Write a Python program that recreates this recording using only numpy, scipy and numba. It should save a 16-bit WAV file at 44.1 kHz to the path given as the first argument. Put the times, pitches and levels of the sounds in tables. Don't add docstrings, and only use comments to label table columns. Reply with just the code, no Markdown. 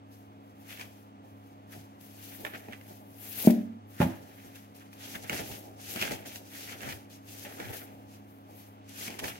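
import sys
import numpy as np
from scipy import signal
from scipy.fft import rfft, irfft
from scipy.io import wavfile
from scipy.ndimage import uniform_filter1d
from numba import njit

SR = 44100
rng = np.random.default_rng(int(sys.argv[2]) if len(sys.argv) > 2 else 0)


def inscribe(sig):
    pcm = np.round(np.clip(np.atleast_2d(sig).T, -1, 1) * 32767)
    wavfile.write(sys.argv[1], SR, pcm.astype(np.int16))


N = 414079
PORT_LAG = 20


def undb(db):
    return np.exp(np.asarray(db) * (np.log(10) / 20))


def unit(x):
    return x / np.sqrt(np.mean(x ** 2))


def butterworth(x, hz, kind):
    return signal.sosfilt(signal.butter(2, hz, kind, fs=SR, output="sos"), x)


def colour(x, spectrum):
    hz, db = np.transpose(spectrum)
    log_hz = np.log(np.arange(2049) * SR / 4096 + 1)
    cepstrum = irfft(np.log(undb(np.interp(log_hz, np.log(hz), db))))
    cepstrum[1:2048] *= 2
    cepstrum[2049:] = 0
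    response = irfft(np.exp(rfft(cepstrum)))[None, :2048]
    return signal.fftconvolve(x, response, axes=1)[:, :N]


def walk(rate, size=N):
    hold = int(SR / rate)
    steps = np.repeat(rng.standard_normal(size // hold + 1), hold)
    return uniform_filter1d(uniform_filter1d(steps, hold), hold)[:size]


def swells(start_s, db, swell_s, hold_s, fade_s):
    t = np.arange(0, N / SR + .001, .001)[:, None]
    drop_db = 20 * np.maximum(np.maximum((start_s - t) / swell_s, (t - start_s - hold_s) / fade_s), 0)
    gain = np.sqrt(np.sum(undb(db - drop_db) ** 2, axis=1)) + 1e-9
    return np.interp(np.arange(N) / SR, t[:, 0], gain)


def patchy(x, edges_hz, db, rate):
    out = 0
    for hz in edges_hz:
        band = butterworth(x, hz, "low")
        out = out + band * undb(db * walk(rate))
        x = x - band
    return out + x * undb(db * walk(rate))


@njit
def resonate(x, hz, width):
    y, band_state, low_state = np.empty(len(x)), 0., 0.
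    for i in range(len(x)):
        g = np.tan(np.pi * hz[i] / SR)
        band = (band_state + g * (x[i] - low_state)) / (1 + g * (g + width))
        band_state = 2 * band - band_state
        low_state += 2 * g * band
        y[i] = width * band
    return y


def arrive(x, lag):
    return np.array([x, np.roll(x, lag)])


def spread(draw, left_share, coherent_hz):
    from_left = np.sqrt(left_share) * arrive(draw(), PORT_LAG)
    from_right = np.sqrt(1 - left_share) * arrive(draw(), -PORT_LAG)
    low, high = (signal.butter(1, coherent_hz, kind, fs=SR) for kind in ("low", "high"))
    return signal.lfilter(*low, from_left + from_right) + signal.lfilter(*high, [draw(), draw()])


def hiss():
    return rng.standard_normal(N)


def grains(rate, scatter_db):
    out, count = np.zeros(N), int(rate * N / SR)
    sizes = rng.standard_normal(count) * undb(scatter_db * rng.exponential(size=count))
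    out[rng.integers(0, N, count)] = sizes
    return out


def fan(shaft_hz=34.45, air_db=-56.5):
    # multiple of the shaft rate, rms level/dB
    harmonics = [(3, -56), (6, -60.5), (8, -57.5), (9, -68), (12, -74.5), (15, -77), (18, -71), (21, -68),
                 (24, -70)]
    # f/Hz, level/dB
    air_spectrum = [(18, -38), (30, -45), (90, -5.5), (121, -18), (153, -10.5), (273, -7), (355, -12),
                    (721, -13), (1130, -15), (1500, -23.5), (3300, -29), (4000, -36), (8520, -43.5),
                    (12300, -61), (16000, -52)]
    angle = 2 * np.pi * np.cumsum(shaft_hz * (1 + .003 * walk(1.996))) / SR
    tones = sum(np.sqrt(2) * undb(db + 2 * walk(11)) * np.sin(multiple * angle + 2 * np.pi * rng.random())
                for multiple, db in harmonics)
    rush = unit(colour(spread(hiss, .79, 3350), air_spectrum)) * undb(air_db + .44 * walk(3.08))
    return arrive(tones, PORT_LAG) + rush


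def ring(blows, modes, waver_db=4.5):
    force, t = np.zeros(N), np.arange(SR) / SR
    for s, db, contact_ms, *_ in blows:
        pulse = np.hanning(int(contact_ms * SR / 1000) + 2)
        at = int(s * SR)
        force[at:at + len(pulse)] += undb(db) * pulse / pulse.sum()
    rattle_db = waver_db * np.minimum(t / .03, 1)
    response = sum(undb(db - 60 * t / t60 + rattle_db * walk(40, size=SR)) * np.cos(2 * np.pi * hz * t)
                   for hz, db, t60 in modes)
    return signal.fftconvolve(force, response)[:N]


def desk_knocks():
    # t/s, force level/dB, contact/ms
    blows = [(2.686, -43, 0.92), (3.449, -28, 1.4), (3.4725, -5.5, 1.64), (3.499, -19, 1.4),
             (4.46, -40.5, 5.), (5.15, -40, 3.8), (5.3, -36, 1.5), (5.4, -38, 5), (5.957, -33.5, 3.9),
             (9.077, -40, 1.8)]
    # f/Hz, level/dB, T60/s
    modes = [(102, -19, 0.12), (195.7, -14, 0.39), (214, 3.5, 0.055), (214, -20, 0.66), (231, -10, 0.48),
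             (275, -19, 0.44), (306, -14, 0.21), (350, -15.5, 0.3), (434, -26, 0.24), (544, -23, 0.22),
             (596, -15, 0.14), (613, -7.5, 0.085), (740, -28, 0.098), (931, -23, 0.086)]
    return arrive(butterworth(ring(blows, modes), 125, "high"), PORT_LAG // 2)


def book_thumps(slap_t60=.05):
    # t/s, force level/dB, contact/ms, slap level/dB
    landing = [(4.0021, -11, 2.44, -24), (4.0105, -21.5, 0.95, -28), (4.0165, -17.5, 0.59, -22.5),
               (4.027, -23, .9, -25.5), (4.037, -22, 4.5, -33), (4.05, -17, 3.6, -53),
               (4.066, -24, 2.9, -54), (4.093, -26, 2.9, -58)]
    # t/s, force level/dB, contact/ms
    hand = [(1.776, -32, 7.)]
    # f/Hz, level/dB, T60/s
    modes = [(102, -14, 0.6), (135.5, -14, 0.26), (172, -7.5, 0.12), (195.5, -6.5, 0.1),
             (249.4, -10.5, 0.14), (327, -12, 0.18), (395, -19.5, 0.11), (598, -8.5, .08), (848, -7, .05)]
    # f/Hz, level/dB
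    slap_spectrum = [(240, -47), (400, -11), (616, -0.5), (708, -5), (839, 1.5), (1050, -20), (1600, -11.5),
                     (3400, -23), (4510, -35), (16000, -40.5)]
    puffs = sum(undb(db - 60 * np.abs(t_s) / slap_t60) * (t_s > 0)
                for t_s, db in ((np.arange(N) / SR - s, db) for s, _, _, db in landing))
    slap = puffs * unit(colour(spread(hiss, .5, 1350), slap_spectrum))
    return slap - arrive(ring(landing + hand, modes), 0)


def crease_snaps(ring_t60=.021, crack_t60=.022, spit_t60=.014, knock_t60=.011, knock_hz=583):
    # t/s, level/dB, f/Hz, left minus right/dB, relative spit level/dB
    creases = [(0.7961, -30.5, 2270, -2, -19), (0.8111, -30.5, 2410, 2, -10), (2.4497, -20, 1760, -10, -29),
               (2.4658, -27, 1890, -2.0, -24), (2.6846, -40, 1860, -3, -20), (2.7242, -33, 2310, -6, -27),
               (2.732, -31.5, 2000, -11, -27), (2.8115, -43, 2100, 5, -11), (3.4012, -33, 2750, 10, -7),
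               (3.461, -32, 3100, 2.5, -2.5), (3.5064, -35, 2620, 5, -5), (4.5575, -40, 2690, -1.5, -12),
               (4.9297, -41, 2420, 1, -11), (5.155, -31, 2200, 3, -11), (5.2961, -15.5, 2150, -0.5, -17),
               (5.3295, -26.5, 1720, 4, -12), (5.3443, -30, 1720, -11, -12), (5.5149, -39, 2710, 0.0, -18),
               (5.9607, -30.5, 2410, 14, -9), (6.0137, -23, 2400, -2.0, -8),
               (6.0245, -17.5, 2490, -1.5, -12), (6.0523, -28, 1610, -2.0, -8),
               (6.077, -28.5, 1610, -15, -18), (6.119, -28, 1600, -1.0, -7), (6.2546, -44, 1730, 0, -10),
               (6.3579, -31.5, 2860, -1.5, -6), (6.5508, -38, 1720, -0.5, -14),
               (6.6782, -41, 2070, 1.5, -15), (6.693, -33, 2030, 6, -10), (6.7226, -35, 2280, 6, -16),
               (6.8064, -37, 2680, -3.5, -9), (6.8322, -33, 1710, -8, -9), (6.8887, -31.5, 1760, -7, -11),
               (6.9244, -34, 2420, -1.0, -6), (7.45, -36, 1980, 7, -19.5), (7.6008, -29, 1720, -11, -23),
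               (7.653, -36, 2320, -4, -15), (7.8164, -37, 1450, -1, -15), (9.0129, -36.5, 2020, 0.5, -6),
               (9.08, -26, 2300, 7, -18), (9.1037, -32, 2330, 1.5, -11), (9.1411, -34, 2070, 3, -14),
               (9.191, -28.5, 2410, -6.0, -11), (9.1974, -36, 2840, -5, -7), (9.2406, -24, 1720, -5, -12),
               (9.2813, -26.5, 1780, -1, -13)]
    # f/Hz, level/dB
    crack_spectrum = [(400, -19), (900, 2), (1800, -2), (2500, -3.5), (3500, -9), (5000, -25), (8000, -26)]
    # f/Hz, level/dB
    spit_spectrum = [(2000, -17), (4500, 13), (7000, 7), (12000, -9.5)]
    out, t = np.zeros((2, N + 4096)), np.arange(2048) / SR
    noise = rng.standard_normal((len(creases), len(t)))
    cracks, spits = (unit(colour(noise, shape)[:, :len(t)]) for shape in (crack_spectrum, spit_spectrum))
    phases = rng.random((len(creases), 2)) * 2 * np.pi
    for (s, db, hz, pan_db, spit_db), phase, crack, spit in zip(creases, phases, cracks, spits):
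        tone = undb(-6) * np.sin(2 * np.pi * hz * t + phase[0])
        tone += undb(-9) * np.sin(2 * np.pi * 1.33 * hz * t + phase[1])
        snap = tone * undb(-60 * t / ring_t60)
        snap += crack * undb(-9 - 60 * t / crack_t60)
        snap += spit * undb(spit_db - 60 * t / spit_t60)
        snap += np.sin(2 * np.pi * knock_hz * t) * undb(-12 - 60 * t / knock_t60)
        for side, sign in enumerate((1, -1)):
            at = int(s * SR) + (PORT_LAG if sign * pan_db < 0 else 0)
            out[side, at:at + len(t)] += undb(db + sign * pan_db / 2) * snap
    return out[:, :N]


def flapping(motion):
    # t/s, level/dB, fade/s per 20 dB
    flaps = [(0.806, -56.0, 0.132), (1.25, -57.0, 0.04), (1.766, -52.5, 0.046), (2.406, -49.0, 0.04),
             (2.457, -44.5, 0.08), (2.541, -51.5, 0.197), (2.694, -49.0, 0.125), (2.911, -55.5, 0.121),
             (3.008, -59.0, 0.397), (3.45, -46.5, 0.06), (4.2, -56.5, 0.3), (4.463, -55.0, 0.071),
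             (5.167, -50.0, 0.124), (5.245, -51.0, 0.04), (5.33, -42.0, 0.117), (5.358, -47.5, 0.04),
             (5.395, -40.0, 0.102), (5.505, -49.5, 0.193), (5.64, -51.5, 0.25), (5.971, -46.0, 0.04),
             (6.03, -44.0, 0.31), (6.121, -39.0, 0.064), (6.27, -58.0, 0.502), (6.687, -56.0, 0.6),
             (6.849, -46.0, 0.065), (6.878, -46.0, 0.164), (7.46, -52.0, 0.203), (7.6, -48.0, 0.212),
             (7.705, -46.5, 0.122), (7.821, -57.0, 0.599), (8.501, -58.0, 0.124), (9.086, -50.5, 0.275),
             (9.237, -40.5, 0.15), (9.284, -49.0, 0.041)]
    # f/Hz, level/dB
    flap_spectrum = [(50, -27), (110, -7), (250, 4), (400, 3), (630, 3), (850, 3), (1100, -27),
                     (1600, -36.5)]
    # f/Hz, level/dB
    gust_spectrum = [(20, -17), (70, 2), (130, 5.5), (220, -29.5)]
    flap = colour(spread(lambda: grains(1500, 1.26), .81, 710), flap_spectrum) * undb(2.15 * walk(30))
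    gust = colour(spread(hiss, .32, 70), gust_spectrum) * undb(5.1 * walk(11))
    s, db, fade_s = np.transpose(flaps)
    pushing = np.hypot(swells(s, db, swell_s=.04, hold_s=0, fade_s=fade_s), undb(-13) * motion)
    return (undb(4.5) * unit(flap) + undb(-4.5) * unit(gust)) * pushing


def crinkling(motion, width=.75, wander=.14):
    # t/s, level/dB, swell/s per 20 dB, fade/s per 20 dB, resonance f/Hz
    bends = [(0.71, -45, 0.05, 0.16, 2550), (0.812, -44, 0.03, 0.045, 2600),
             (1.738, -55, 0.053, 0.088, 1700), (2.321, -56, 0.008, 0.067, 2500),
             (2.452, -39, 0.008, 0.06, 1850), (2.55, -38, 0.04, 0.045, 1900), (2.65, -59, 0.2, 0.2, 1800),
             (2.735, -48, 0.04, 0.04, 2050), (2.924, -60, 0.125, 0.02, 1600),
             (3.476, -38, 0.008, 0.05, 1700), (3.545, -56, 0.11, 0.196, 1700), (4.0, -47, 0.05, 0.02, 1600),
             (4.105, -53, 0.167, 0.238, 1600), (4.425, -61, 0.4, 0.39, 1900),
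             (4.557, -55, 0.025, 0.026, 2100), (4.809, -58, 0.045, 0.093, 2100),
             (5.01, -52, 0.06, 0.2, 3000), (5.155, -39, 0.02, 0.04, 2200), (5.245, -48, 0.03, 0.07, 2000),
             (5.301, -33, 0.004, 0.027, 2300), (5.331, -39, 0.026, 0.066, 2400),
             (5.392, -41, 0.072, 0.084, 2200), (5.523, -52, 0.015, 0.12, 2400),
             (5.956, -43, 0.009, 0.35, 2200), (6.026, -32, 0.057, 0.118, 2450),
             (6.112, -41, 0.012, 0.075, 2300), (6.26, -50, 0.026, 0.021, 1700),
             (6.33, -54, 0.1, 0.05, 3000), (6.555, -51, 0.05, 0.06, 2200), (6.69, -48, 0.032, 0.25, 2050),
             (6.826, -43, 0.035, 0.172, 2000), (6.908, -40, 0.096, 0.033, 1900),
             (7.452, -43, 0.006, 0.079, 2000), (7.613, -46, 0.155, 0.139, 1750),
             (7.646, -50, 0.009, 0.325, 2350), (7.762, -49, 0.214, 0.035, 1800),
             (7.821, -50, 0.041, 0.048, 1550), (8.995, -55, 0.247, 0.02, 2900),
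             (9.075, -47, 0.008, 0.167, 2600), (9.2, -45, 0.011, 0.025, 2400),
             (9.246, -38.5, 0.032, 0.063, 1900), (9.281, -42, 0.008, 0.104, 2600)]
    # f/Hz, level/dB
    spectrum = [(700, -10), (1300, -2), (1800, -2.5), (2400, -4.5), (3400, -5.5), (3900, -12),
                (6000, -20.5), (9000, -41)]
    clicks = spread(lambda: grains(3500, 1.7), .39, 2200)
    crinkle = unit(colour(clicks, spectrum) * undb(2.5 * walk(90)))
    s, db, swell_s, fade_s, hz = np.transpose(bends)
    bending = swells(s, db, swell_s, 0, fade_s)
    centre_hz = swells(s, db + 20 * np.log10(hz), swell_s, 0, fade_s) / bending
    centre_hz *= np.exp(wander * walk(50))
    resonant = unit(np.array([resonate(resonate(port, centre_hz, width), centre_hz, 2 * width)
                              for port in crinkle]))
    return (undb(-8) * resonant + undb(-5.5) * crinkle) * bending + undb(-8) * crinkle * motion


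def turning_pages():
    # full level at t/s, level/dB, swell/s per 20 dB, hold/s, fade/s per 20 dB, top octave/dB
    strokes = [(0.123, -68.0, 0.065, 0.046, 0.254, 4.0), (0.488, -73.5, 0.179, 0.015, 0.052, 6.0),
               (0.718, -53.0, 0.148, 0.028, 0.086, 3.5), (0.803, -50.5, 0.057, 0.01, 0.094, 0.5),
               (0.96, -65.0, 0.3, 0.008, 0.204, 3.0), (1.245, -72.0, 0.03, 0.004, 0.489, 4.5),
               (1.495, -71.0, 0.244, 0.004, 0.244, 2.0), (1.725, -56.0, 0.05, 0.03, 0.2, 1.0),
               (2.02, -60.5, 0.04, 0.015, 0.476, 5.5), (2.25, -52.0, 0.19, 0.099, 0.403, 5.5),
               (2.585, -60.0, 0.129, 0.023, 0.018, 1.5), (2.743, -64.5, 0.17, 0.008, 0.019, 2.5),
               (2.895, -60.5, 0.302, 0.03, 0.23, 6.0), (3.229, -53.0, 0.108, 0.122, 0.069, 6.5),
               (3.4, -41.5, 0.2, 0.067, 0.077, 9), (3.507, -43.0, 0.012, 0.003, 0.012, 4.0),
               (3.517, -53.0, 0.02, 0.003, 0.16, 2.0), (3.903, -64.0, 0.039, 0.134, 0.445, 5.5),
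               (4.012, -44.5, 0.048, 0.002, 0.129, 1.0), (4.235, -67.0, 0.362, 0.057, 0.459, 2.0),
               (4.445, -60.5, 0.493, 0.028, 0.317, 1.5), (4.555, -54.0, 0.019, 0.004, 0.12, 0.5),
               (4.75, -60.5, 0.015, 0.035, 0.237, -2.5), (4.933, -60.5, 0.031, 0.005, 0.015, 4.0),
               (5.03, -49, 0.089, 0.09, 0.2, -2), (5.159, -46.5, 0.117, 0.005, 0.021, -0.5),
               (5.227, -52.5, 0.016, 0.016, 0.019, -8.0), (5.337, -42.5, 0.092, 0.056, 0.113, -2.5),
               (5.514, -46.5, 0.221, 0.008, 0.182, 2.5), (5.803, -51.5, 0.04, 0.061, 0.168, -8.5),
               (5.899, -42.5, 0.103, 0.076, 0.223, -0.5), (6.017, -37.5, 0.027, 0.006, 0.117, -3.0),
               (6.114, -41.5, 0.01, 0.005, 0.083, -4.5), (6.261, -47.5, 0.01, 0.008, 0.157, 0.5),
               (6.357, -48.0, 0.113, 0.004, 0.057, 2.0), (6.59, -46.0, 0.171, 0.059, 0.117, -0.5),
               (6.698, -49.5, 0.113, 0.031, 0.068, -6.0), (6.894, -46.5, 0.218, 0.018, 0.108, -1.5),
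               (7.105, -58.0, 0.016, 0.063, 0.05, -2.0), (7.289, -51.5, 0.059, 0.12, 0.14, -1.0),
               (7.439, -53.5, 0.16, 0.007, 0.165, 2.0), (7.6, -52.5, 0.408, 0.059, 0.176, 0.5),
               (7.732, -47, 0.012, 0.04, 0.102, 6), (7.803, -64.5, 0.007, 0.004, 0.49, 2.0),
               (8.141, -59.5, 0.09, 0.008, 0.086, 3.0), (8.296, -68.5, 0.116, 0.011, 0.174, 8.0),
               (8.594, -57.5, 0.154, 0.005, 0.175, 4.5), (8.892, -59.0, 0.035, 0.047, 0.024, -5.5),
               (9.009, -42.5, 0.1, 0.047, 0.164, -2.0), (9.191, -40.5, 0.006, 0.003, 0.018, -9.0),
               (9.242, -43.0, 0.029, 0.045, 0.055, -3.0), (9.354, -56.5, 0.212, 0.025, 0.2, -7.0)]
    # f/Hz, level/dB
    spectrum = [(800, -41), (2500, 2.5), (4000, -0.5), (6500, 1.5), (7300, -2), (11000, -5.5),
                (13000, -4.5), (16000, -11)]
    roughness = spread(lambda: hiss() + undb(12) * grains(200, 2), 1, 1300)
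    friction = unit(colour(roughness, spectrum)) * undb(1.5 * walk(60))
    friction = patchy(friction, (3500, 7000, 11000), db=1.2, rate=45)
    s, db, swell_s, hold_s, fade_s, top_db = np.transpose(strokes)
    motion = swells(s, db, swell_s, hold_s, fade_s)
    top_gain = swells(s, db + top_db, swell_s, hold_s, fade_s)
    sliding = motion * friction + (top_gain - motion) * butterworth(friction, 9700, "high")
    return sliding + crinkling(motion) + flapping(motion)


def reverberation(x, t60=.42):
    t = np.arange(SR // 2) / SR
    tail = rng.standard_normal((2, len(t))) * undb(-60 * t / t60) * (t > .004)
    tail = colour(tail, [(150, -10.5), (600, -1), (3000, -2.5), (9000, 0)])[:, :len(t)]
    return signal.fftconvolve(x, tail / np.sqrt(np.sum(tail ** 2) / 2), axes=1)[:, :N]


def scene():
    impacts = crease_snaps() + book_thumps() + desk_knocks()
    return impacts + undb(-7) * reverberation(impacts) + turning_pages() + fan()


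def record(dry):
    left = colour(dry[:1], [(8500, 0), (10000, 5), (12500, 11), (14500, 5.5), (16000, 13)])
    ports = butterworth(np.vstack([left, dry[1:]]), 75, "high")
    self_noise = undb(-53) * signal.lfilter(*signal.butter(1, 45, fs=SR), rng.standard_normal((2, N)))
    rounded = 1.4 * np.tanh((ports + self_noise) / 1.4)
    return signal.sosfilt(signal.ellip(14, .3, 80, 15820, fs=SR, output="sos"), rounded)


dry = scene()
out = record(dry)
inscribe(out)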